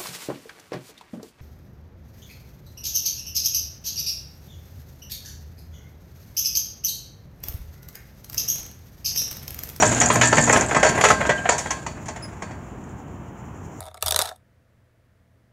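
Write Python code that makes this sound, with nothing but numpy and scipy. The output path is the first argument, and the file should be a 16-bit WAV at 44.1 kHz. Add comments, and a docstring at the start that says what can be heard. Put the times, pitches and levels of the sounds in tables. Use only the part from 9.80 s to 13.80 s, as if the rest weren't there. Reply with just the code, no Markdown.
"""A steel gate knocks and rings as an electric opener pulls it along, chain chattering, motor humming.
Each impact is a burst of noise that excites the damped modes of the frame and its fittings; chain links
ring on the sprocket, dry steel squeaks and the wheels rumble on their track. The motor cuts out,
the gate rolls on, bangs a few times and settles with small clicks and a squeak.
Nearby walls reflect the impacts. A low distant rumble and a thin, faint hiss remain."""
import sys
import numpy as np
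from scipy import signal
from scipy.fft import rfft, irfft, next_fast_len
from scipy.io import wavfile
from scipy.ndimage import uniform_filter1d, minimum_filter1d, map_coordinates

SR = 44100
rng = np.random.default_rng(int(sys.argv[2]) if len(sys.argv) > 2 else 0)


def wav_record(signal):
    """Record a signal, one row per channel, as 16-bit PCM in the file named by sys.argv[1]."""
    frames = np.transpose(np.atleast_2d(signal))
    bounded = np.clip(frames, -1, 1)
    # unit amplitude maps onto the largest positive 16-bit level
    quanta = np.round(bounded * 32767).astype(np.int16)
    wavfile.write(sys.argv[1], SR, quanta)


N = 176400

# Impacts: t/s; relative level/dB of frame ring, thud, clang, edge, jingle, sparkle; nominal T60/s
IMPACTS = [(0.023, 3.5, -12, -7, -19.5, -16, -52, 0.082), (0.053, -19, -10, -35, -54, -13, -44, 0.058),
           (0.21, -0.5, -13, -15.5, -18.5, -15.5, -45, 0.11), (0.301, 1, -52, -19, -14, -22, -41, 0.037),
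           (0.355, -5.5, -3.5, -9, -33, -16.5, -35, 0.065), (0.412, 0, -19, -10.5, -9.5, -13.5, -30, 0.063),
           (0.43, 2, -11, -28, -2.5, -19, -42, 0.014), (0.527, 3.5, -15, -8, -18, -17, -55, 0.037),
           (0.571, -12, -33, -10, -17, -23, -57, 0.05), (0.58, -4, -4.5, -8, -23, -17, -51, 0.077),
           (0.673, -2, -53, -14, -32, -23, -54, 0.068), (0.697, -2.5, -48, -2.5, -17.5, -34, -37, 0.036),
           (0.727, 5, -32, -19, -25, -15, -35, 0.13), (0.759, -16, -26, -7.5, -17.5, -28, -39, 0.076),
           (0.77, -12, -26, -9, -49, -12, -28, 0.039),
           (0.808, -10.5, -17.5, -14.5, -33, -19.5, -56.5, 0.091),
           (0.91, -2.5, -47, -13.5, -26, -31, -44, 0.063), (0.946, -1, -21, -14, -20, -21, -46, 0.065),
           (0.963, 0, -9, -10, -36, -20, -54, 0.067), (1.029, -4, -29, -9, -20, -14, -40, 0.078),
           (1.047, 5.5, -26, -12, -27, -18.5, -53, 0.071),
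           (1.062, -11, -21, -13.5, -26.5, -16.5, -47, 0.08),
           (1.09, -6.5, -11.5, -23, -23, -22, -38, 0.091), (1.177, -4, -37, -16.5, -32, -33, -41, 0.19),
           (1.21, -27, -59, -10.5, -14.5, -17, -30, 0.044), (1.238, 6, -44, -10.5, -17, -13.5, -30.5, 0.12),
           (1.25, 1, -58, -7, -11, -19, -56, 0.057), (1.285, -5, -30, -36, -19.5, -15, -31, 0.06),
           (1.302, 0, -6.5, -6, -15.5, -14.5, -31, 0.077), (1.408, -2, -28, -13.5, -25, -41, -46, 0.075),
           (1.451, -7, -23, -14, -26, -43, -57, 0.051), (1.461, -16, -39, -30, -39, -29, -74, 0.06),
           (1.492, -4, -15, -8.5, -19, -23.5, -48, 0.1), (1.655, -9.5, -34, -14, -25.5, -66, -59, 0.073),
           (1.69, 0, -46, -5.5, -16.5, -13, -63, 0.044), (1.719, -14, -30, -16.5, -39, -22.5, -59, 0.15),
           (1.78, -12, -35, -24.5, -32, -18.5, -39, 0.13), (1.858, -13.5, -33, -18, -33, -40, -48, 0.038),
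           (1.905, -8, -38, -23, -27.5, -23.5, -42, 0.12), (2.064, -15.5, -21, -28.5, -33, -28, -54, 0.074),
           (2.256, -40, -30, -41, -46.5, -40, -57, 0.17), (2.283, -17, -36, -25.5, -38, -27, -57, 0.08),
           (2.36, -26, -33, -32.5, -40.5, -38, -55, 0.092), (2.621, -17.5, -17, -26, -36.5, -31, -69, 0.06),
           (2.709, -31, -26, -32.5, -48, -44, -73, 0.071)]
# Spectra of the five noise bands of an impact, low to high: f/Hz, level/dB
THUD = [(40, -28), (90, 0.5), (150, 7), (300, -2), (450, -6), (900, -62)]
CLANG = [(200, -24), (400, -3.5), (620, 1.5), (800, 3), (1000, -5), (1150, -5), (1300, -13.5), (1450, -3.5),
         (1700, -5.5), (2300, -9.5), (4000, -82)]
EDGE = [(1000, -85), (1900, 5.5), (2500, -1), (3200, -4), (4000, -14), (4600, -20), (5500, -39),
        (8000, -53)]
JINGLE = [(3500, -49), (5200, -2.5), (6200, 5.5), (7100, 5.5), (8200, -5), (10000, -19), (13000, -53)]
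SPARKLE = [(6000, -13), (8500, 8.5), (10500, 8.5), (12500, -4), (15500, -14)]
# Envelope of each band, in that order: attack/s, multiple of the nominal T60, gain/dB
BAND_ENVELOPES = [(0.0098, 1.3, -6), (0.00069, 1.116, -2.5), (0.0014, 0.93, 1.5), (0.0019, 0.94, -2.5),
                  (0.0011, 1.13, -1)]

def knocks():
    """Impact excitation: a chattering contact radiates noise, loose parts rattle and the steel rings."""
    out, t = np.zeros(N), np.arange(SR) / SR
    bands = (THUD, CLANG, EDGE, JINGLE, SPARKLE)
    weak_modes_hz = np.exp(rng.uniform(np.log(2000), np.log(8200), size=260))
    rattle = amp(-27.5) * decay(t, t60=0.24)
    for start, ring_db, *levels, t60 in IMPACTS:
        chatter = unit_rms(amp(wobble(rate=346, size=SR)))
        for spectrum, db, (attack, stretch, gain_db) in zip(bands, levels, BAND_ENVELOPES):
            contact = chatter * decay(t, stretch * t60)
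            envelope = rise(t, attack) * np.hypot(contact, rattle)  # incoherent parts add in power
            add(out, start, amp(db + gain_db) * envelope * noise(spectrum, size=SR))
        _, _, edge_db, jingle_db, _ = levels
        fittings_db = (edge_db + jingle_db) / 2 - 9
        add(out, start, amp(ring_db - 23.5) * frame_ring(t))
        add(out, start, amp(fittings_db) * fittings_ring(weak_modes_hz, t))
    return out

# Normal modes of the frame: f/Hz, level/dB, T60/s
FRAME_MODES = [(432, -4, .22), (621, -2, .26), (694, -7, .2), (872, -5, .22), (959, -3, .32),
               (1062, -2, .28), (1280, -1, .15), (1345, -3, .17), (1567, -8, .7), (1599, -12.5, 1.25),
               (1665, -6, .4), (1781, -9, .45), (2003, -5, .18), (2444, -8, .2), (2584, -10, .22),
               (3268, -16, .2)]

def frame_ring(t):
    """Modal superposition: every blow excites the same modes of the frame in new proportions."""
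    return ring(FRAME_MODES, t, scatter_db=3)

# Normal modes of the small steel fittings: f/Hz, level/dB, T60/s
FITTING_MODES = [(4494, -13.5, 0.28), (4597, -12.5, 0.28), (5900, -11, 0.22), (6500, -4, 0.13),
                 (7040, -3, 0.18), (6850, 1, 0.081), (8160, -16, 0.2), (8730, -18, 0.26), (8920, -20, 0.26)]

def fittings_ring(weak_modes_hz, t):
    """High modal density: a crowd of weak modes merges into a shimmer around a few distinct ones."""
    distinct = ring(FITTING_MODES, t, scatter_db=3)
    has_mode = np.bincount((weak_modes_hz * len(t) / SR).astype(int), minlength=len(t) // 2 + 1) > 0
    shimmer = filtered_noise(has_mode, len(t)) * decay(t, t60=0.2) * rise(t, attack=0.002)
    return distinct + amp(-1.5) * shimmer

# Hollow clunks of the frame: t/s, f/Hz, level/dB
CLUNKS = [(0.023, 616, -19), (0.21, 720, -17.5), (0.301, 1058, -23), (0.413, 1643, -22),
          (0.429, 1781, -19.5), (0.527, 1350, -16), (0.574, 149, -13), (0.579, 1781, -17),
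          (0.963, 1059, -20.5), (1.032, 625, -16), (1.245, 426, -15.5), (1.249, 1327, -14.5),
          (1.301, 1310, -30), (1.494, 607, -18.5), (1.492, 1964, -18), (1.493, 1600, -28.5),
          (1.688, 1334, -24.5)]

def clunks():
    """Selective excitation: the point of impact favours one resonance, damped like the frame's modes."""
    out, t = np.zeros(N), np.arange(SR) / SR
    frame_t60s = [(hz, t60) for hz, _, t60 in FRAME_MODES]
    for start, hz, db in CLUNKS:
        add(out, start, ring([(hz, db, log_interp(frame_t60s, hz))], t, scatter_db=0))
    return out

# Steel-on-steel cracks that open a knock: t/s, level/dB, peak f/Hz
CRACKS = [(0.302, -7, 1062), (0.4135, -11.5, 1570), (0.528, -15, 1300), (0.581, -11.5, 1750),
          (0.696, -5, 1890), (0.9643, -10, 1070), (1.0314, -10.5, 1530), (1.238, -12, 1280),
          (1.3035, -4, 1350), (1.4925, -15, 1840), (1.69, -10.5, 1250), (2.064, -24, 964),
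          (2.283, -26, 916), (2.621, -26.5, 970)]
# Spectrum of a crack: multiple of the peak frequency, level/dB
CRACK_SPECTRUM = [(.23, -11), (.6, -27), (1, 28), (1.5, -2.5), (2.5, -20), (4.6, -20), (7, -28), (10, -55)]

def cracks():
    """Hard contact: a steep, quickly damped transient, its energy gathered around one frequency."""
    out, t = np.zeros(N), np.arange(SR // 10) / SR
    rise_s = 0.0008
    envelope = (1 - np.exp(-(t / rise_s) ** 2)) * decay(t, t60=0.042)
    for start, db, hz in CRACKS:
        spectrum = [(multiple * hz, level) for multiple, level in CRACK_SPECTRUM]
        add(out, start, amp(db) * envelope * noise(spectrum, size=len(t)))
    return out

# Separate slaps of the chain: t/s, relative level/dB, f/Hz
CHAIN_SLAPS = [(0.0214, -8.5, 7040), (0.064, -14.5, 6650), (0.0745, -11, 7400), (0.0905, -14, 7070),
               (0.117, -14.5, 6950), (0.2014, -5.5, 7070), (0.2162, -8, 6800), (0.258, -8.5, 6900),
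               (0.2864, -12, 7000), (0.4419, -28, 6800), (0.455, -10.5, 7300), (0.472, -9.5, 7240),
               (0.4827, -10.5, 7000), (0.5122, -36, 7090), (0.5548, -13, 7000), (0.568, -13, 7140),
               (0.5823, -18, 7200), (0.611, -14, 7400), (0.624, -11.5, 6900), (0.6378, -9.5, 7050),
               (0.666, -15, 6800), (0.694, -11, 6870), (0.707, -16, 6760), (0.725, -8.5, 7500),
               (0.8091, -11.5, 6900), (0.862, -21, 7500), (0.884, -21, 7300), (0.9988, -20.5, 6860),
               (1.089, -12.5, 6750), (1.693, -10, 7080), (1.907, -14.5, 6160), (3.038, -45, 7000),
               (3.0914, -48, 7040)]

def chain():
    """Meshing impacts: links strike the sprocket almost periodically under drive; some slap harder."""
    out = np.zeros(N)
    mesh_hz, ring_hz = 73.2, 6900
    for link, (lag, force, detune) in enumerate(rng.standard_normal((80, 3))):
        start = (link + 0.23 * lag) / mesh_hz
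        add(out, start, drive(start) * amp(-24 + 2.5 * force) * clink(ring_hz * (1 + 0.012 * detune)))
    for start, db, hz in CHAIN_SLAPS:
        add(out, start, amp(db - 2.5) * clink(hz))
    return out

def clink(hz, half_width_hz=503):
    """Modal overlap: the close high modes of a link ring as one narrow band of noise."""
    t = np.arange(SR // 10) / SR
    f = np.fft.rfftfreq(len(t), 1 / SR)
    resonance = 1 / (1 + ((f - hz) / half_width_hz) ** 2)
    return filtered_noise(resonance, len(t)) * decay(t, t60=0.04) * rise(t, attack=0.00072)

# Squeaks: t/s, duration/s, f/Hz, level/dB, attenuation of the second harmonic/dB
SQUEAKS = [(0.004, 0.018, 5730, -16, 40), (0.233, 0.021, 5780, -18.5, 39), (0.31, 0.06, 8860, -32.5, 30),
           (0.333, 0.025, 12150, -36, 30), (0.968, 0.02, 7840, -24.5, 30), (1.578, 0.014, 3070, -32, 30),
           (2.423, 0.05, 5054, -36.5, 6)]

def squeaks(sag=0.024, jitter=0.012, top_hz=15500):
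    """Friction-induced vibration: dry steel rubs on steel in brief, slightly falling whistles."""
    out = np.zeros(N)
    for start, duration, hz, db, rolloff_db in SQUEAKS:
        progress = np.linspace(0, 1, int(duration * SR))
        pitch = hz * (1 + sag * (0.5 - progress) + jitter * wobble(rate=920, size=len(progress)))
        phase = 2 * np.pi * np.cumsum(pitch) / SR
        harmonics = [k for k in (1, 2, 3) if k * hz < top_hz]
        tone = sum(amp(db - (k - 1) ** 2 * rolloff_db) * np.sin(k * phase) for k in harmonics)
        add(out, start, np.sin(np.pi * np.sqrt(progress)) * tone)
    return out

# Partials of the motor: multiple of the hum frequency, level/dB
MOTOR_PARTIALS = [(1, -26), (1.998, -28.5), (2.52, -33.5)]

def motor(hum_hz=120):
    """Forced vibration: mains hum and a weaker running tone, a little unsteady under load."""
    pitch = hum_hz * (1 + 0.0096 * wobble(rate=10.9))
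    phase = 2 * np.pi * np.cumsum(pitch) / SR
    hum = sum(amp(db + 2.4 * wobble(rate=10.6)) * np.sin(ratio * phase) for ratio, db in MOTOR_PARTIALS)
    return drive(np.arange(N) / SR) * hum

def drive(t, cut_s=0.68, run_down_s=0.12):
    """Run-down: the motor's effort is full until the cut, then falls along a Gaussian curve."""
    return np.exp(-(np.maximum(t - cut_s, 0) / run_down_s) ** 2)

# Course of the rolling: t/s, rumble level/dB, grind level/dB, rustle level/dB
ROLLING_LEVELS = [(0, -26, -24.5, -27.5), (.45, -35, -27.5, -34.5), (.8, -27, -25.5, -31.5),
                  (.9, -33, -30, -37.5), (1.35, -33, -29, -37), (1.64, -38.5, -37, -44),
                  (1.85, -49, -45, -38.5), (2.148, -52, -47, -54.5), (2.7, -65, -44.5, -59.5),
                  (4, -62.5, -99, -78)]
# Spectra of the wheels' rumble and grind and the chain's rustle: f/Hz, level/dB
RUMBLE = [(25, -42), (40, -40), (62, 13), (90, 7), (150, 12), (300, 10.5), (500, 4), (1000, -46)]
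GRIND = [(200, 1.5), (430, -8.5), (650, 5.5), (1100, -5.5), (1800, -5), (2600, -10.5), (4000, -38),
         (6000, -53), (12000, -62)]
RUSTLE = [(3000, -2.5), (5000, -8), (6200, -1), (7000, 7.5), (8000, -4), (10000, -15.5), (15000, -32)]

def rolling():
    """Rolling noise: wheels rumble and grind unevenly on the track while the slack chain rustles."""
    bumps_db = 2.33 * wobble(rate=70)
    layers = zip(level_curves(ROLLING_LEVELS), (RUMBLE, GRIND, RUSTLE))
    return sum(amp(db + bumps_db + 1.36 * wobble(rate=26.64)) * noise(band) for db, band in layers)

# Reverberation time of the yard: f/Hz, T60/s
YARD_T60 = [(150, 0.27), (2000, 0.14), (7000, 0.2), (14000, 0.31)]

def yard_reverb(x):
    """Reverberation: reflections from nearby walls form a short tail with frequency-dependent decay."""
    hz, t, spectra = signal.stft(rng.standard_normal(SR // 2), SR, nperseg=256)
    _, tail = signal.istft(spectra * decay(t, log_interp(YARD_T60, hz)[:, None]), SR, nperseg=256)
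    delayed = np.pad(x, (300, 0))
    return signal.fftconvolve(delayed, tail / np.linalg.norm(tail))[:N]

# Spectra of the distant rumble and the hiss: f/Hz, level/dB
DISTANT_RUMBLE = [(20, -21), (32, -5), (55, 2), (90, 2.5), (130, 1), (260, -4), (380, -8), (520, -14),
                  (900, -12.5), (1250, -17.5), (2000, -26), (3100, -33.5), (4000, -52), (4900, -56),
                  (8500, -55), (15500, -49.5)]
HISS = [(4900, -21), (5700, -6), (6500, -3), (7050, 2.5), (7400, -3), (7900, -14), (9500, -22)]
# Course of the hiss: t/s, level/dB
HISS_LEVELS = [(0, -62), (3.05, -61.5), (3.4, -65.5), (3.75, -62.5), (4, -56)]

def background():
    """Ambient noise: a nearly steady distant rumble under a thin, flickering band of hiss."""
    hiss_db, = level_curves(HISS_LEVELS)
    rumble = amp(-37 + 0.12 * wobble(rate=6)) * noise(DISTANT_RUMBLE)
    hiss = amp(hiss_db + 2.9 * wobble(rate=27)) * noise(HISS)
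    return rumble + hiss

def ring(modes, t, scatter_db):
    """Free vibration: a sum of damped sinusoids, whose phase wavers because the joints are loose."""
    waver_rad = 0.2 * wobble(rate=75, size=len(t))
    tone = np.zeros(len(t))
    for hz, db, t60 in modes:
        envelope = amp(db + scatter_db * rng.normal()) * decay(t, t60)
        tone += envelope * np.sin(2 * np.pi * (hz * t + rng.random()) + waver_rad)
    return tone * rise(t, attack=0.002)

def amp(db):
    """Amplitude ratio of a level in decibels."""
    return 10 ** (np.asarray(db) / 20)

def unit_rms(x):
    """Normalisation to rms 1."""
    return x / np.sqrt(np.mean(x ** 2) + 1e-20)

def log_interp(points, hz):
    """Interpolation of (f/Hz, value) points on a logarithmic frequency axis."""
    f, values = np.transpose(points)
    return np.interp(np.log(hz + 1), np.log(f + 1), values)

def level_curves(rows):
    """Linear interpolation of each level column to one value per sample."""
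    times, *columns = np.transpose(rows)
    return [np.interp(np.arange(N) / SR, times, column) for column in columns]

def wobble(rate, size=N):
    """Random modulation: a spline through rate Gaussian knots a second."""
    return map_coordinates(rng.standard_normal(4096), [np.arange(size) * rate / SR], mode="wrap")

def filtered_noise(gains, size):
    """Spectral shaping: white noise weighted bin by bin, scaled to rms 1."""
    return unit_rms(irfft(rfft(rng.standard_normal(size)) * gains, size))

def noise(spectrum, size=N):
    """Coloured noise of rms 1, shaped by (f/Hz, level/dB) points."""
    return filtered_noise(amp(log_interp(spectrum, np.fft.rfftfreq(size, 1 / SR))), size)

def rise(t, attack):
    """Exponential onset with time constant attack/s."""
    return 1 - np.exp(-t / attack)

def decay(t, t60):
    """Exponential damping: 60 dB in t60 seconds."""
    return np.exp(-np.log(1000) * t / t60)

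def add(track, start, sound):
    """Superposition of a sound on the track at time start/s."""
    part = track[max(0, round(start * SR)):][:len(sound)]
    part += sound[:len(part)]

def scene():
    """Superposition in mono: the gate, its reflections, motor, wheels and background."""
    gate = knocks() + clunks() + cracks() + chain() + squeaks()
    return (gate + amp(-10.5) * yard_reverb(gate) + motor() + rolling() + background())[None]

def record(dry):
    """Band and peak limiting: deep bass is thinned, high peaks are held down, the top treble is cut."""
    low_cut_hz, top_hz, ceiling, window_s = 54, 15700, 0.95, 0.004
    x = signal.sosfilt(signal.butter(4, low_cut_hz, "highpass", fs=SR, output="sos"), dry)
    window = int(window_s * SR)
    gain = minimum_filter1d(ceiling / np.maximum(np.abs(x), ceiling), window)
    smooth_gain = uniform_filter1d(uniform_filter1d(gain, window // 2), window // 2)
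    size = next_fast_len(N + SR // 2)
    passband = np.fft.rfftfreq(size, 1 / SR) < top_hz
    return irfft(rfft(x * smooth_gain, size) * passband, size)[..., :N]

dry = scene()
out = record(dry)
wav_record(out)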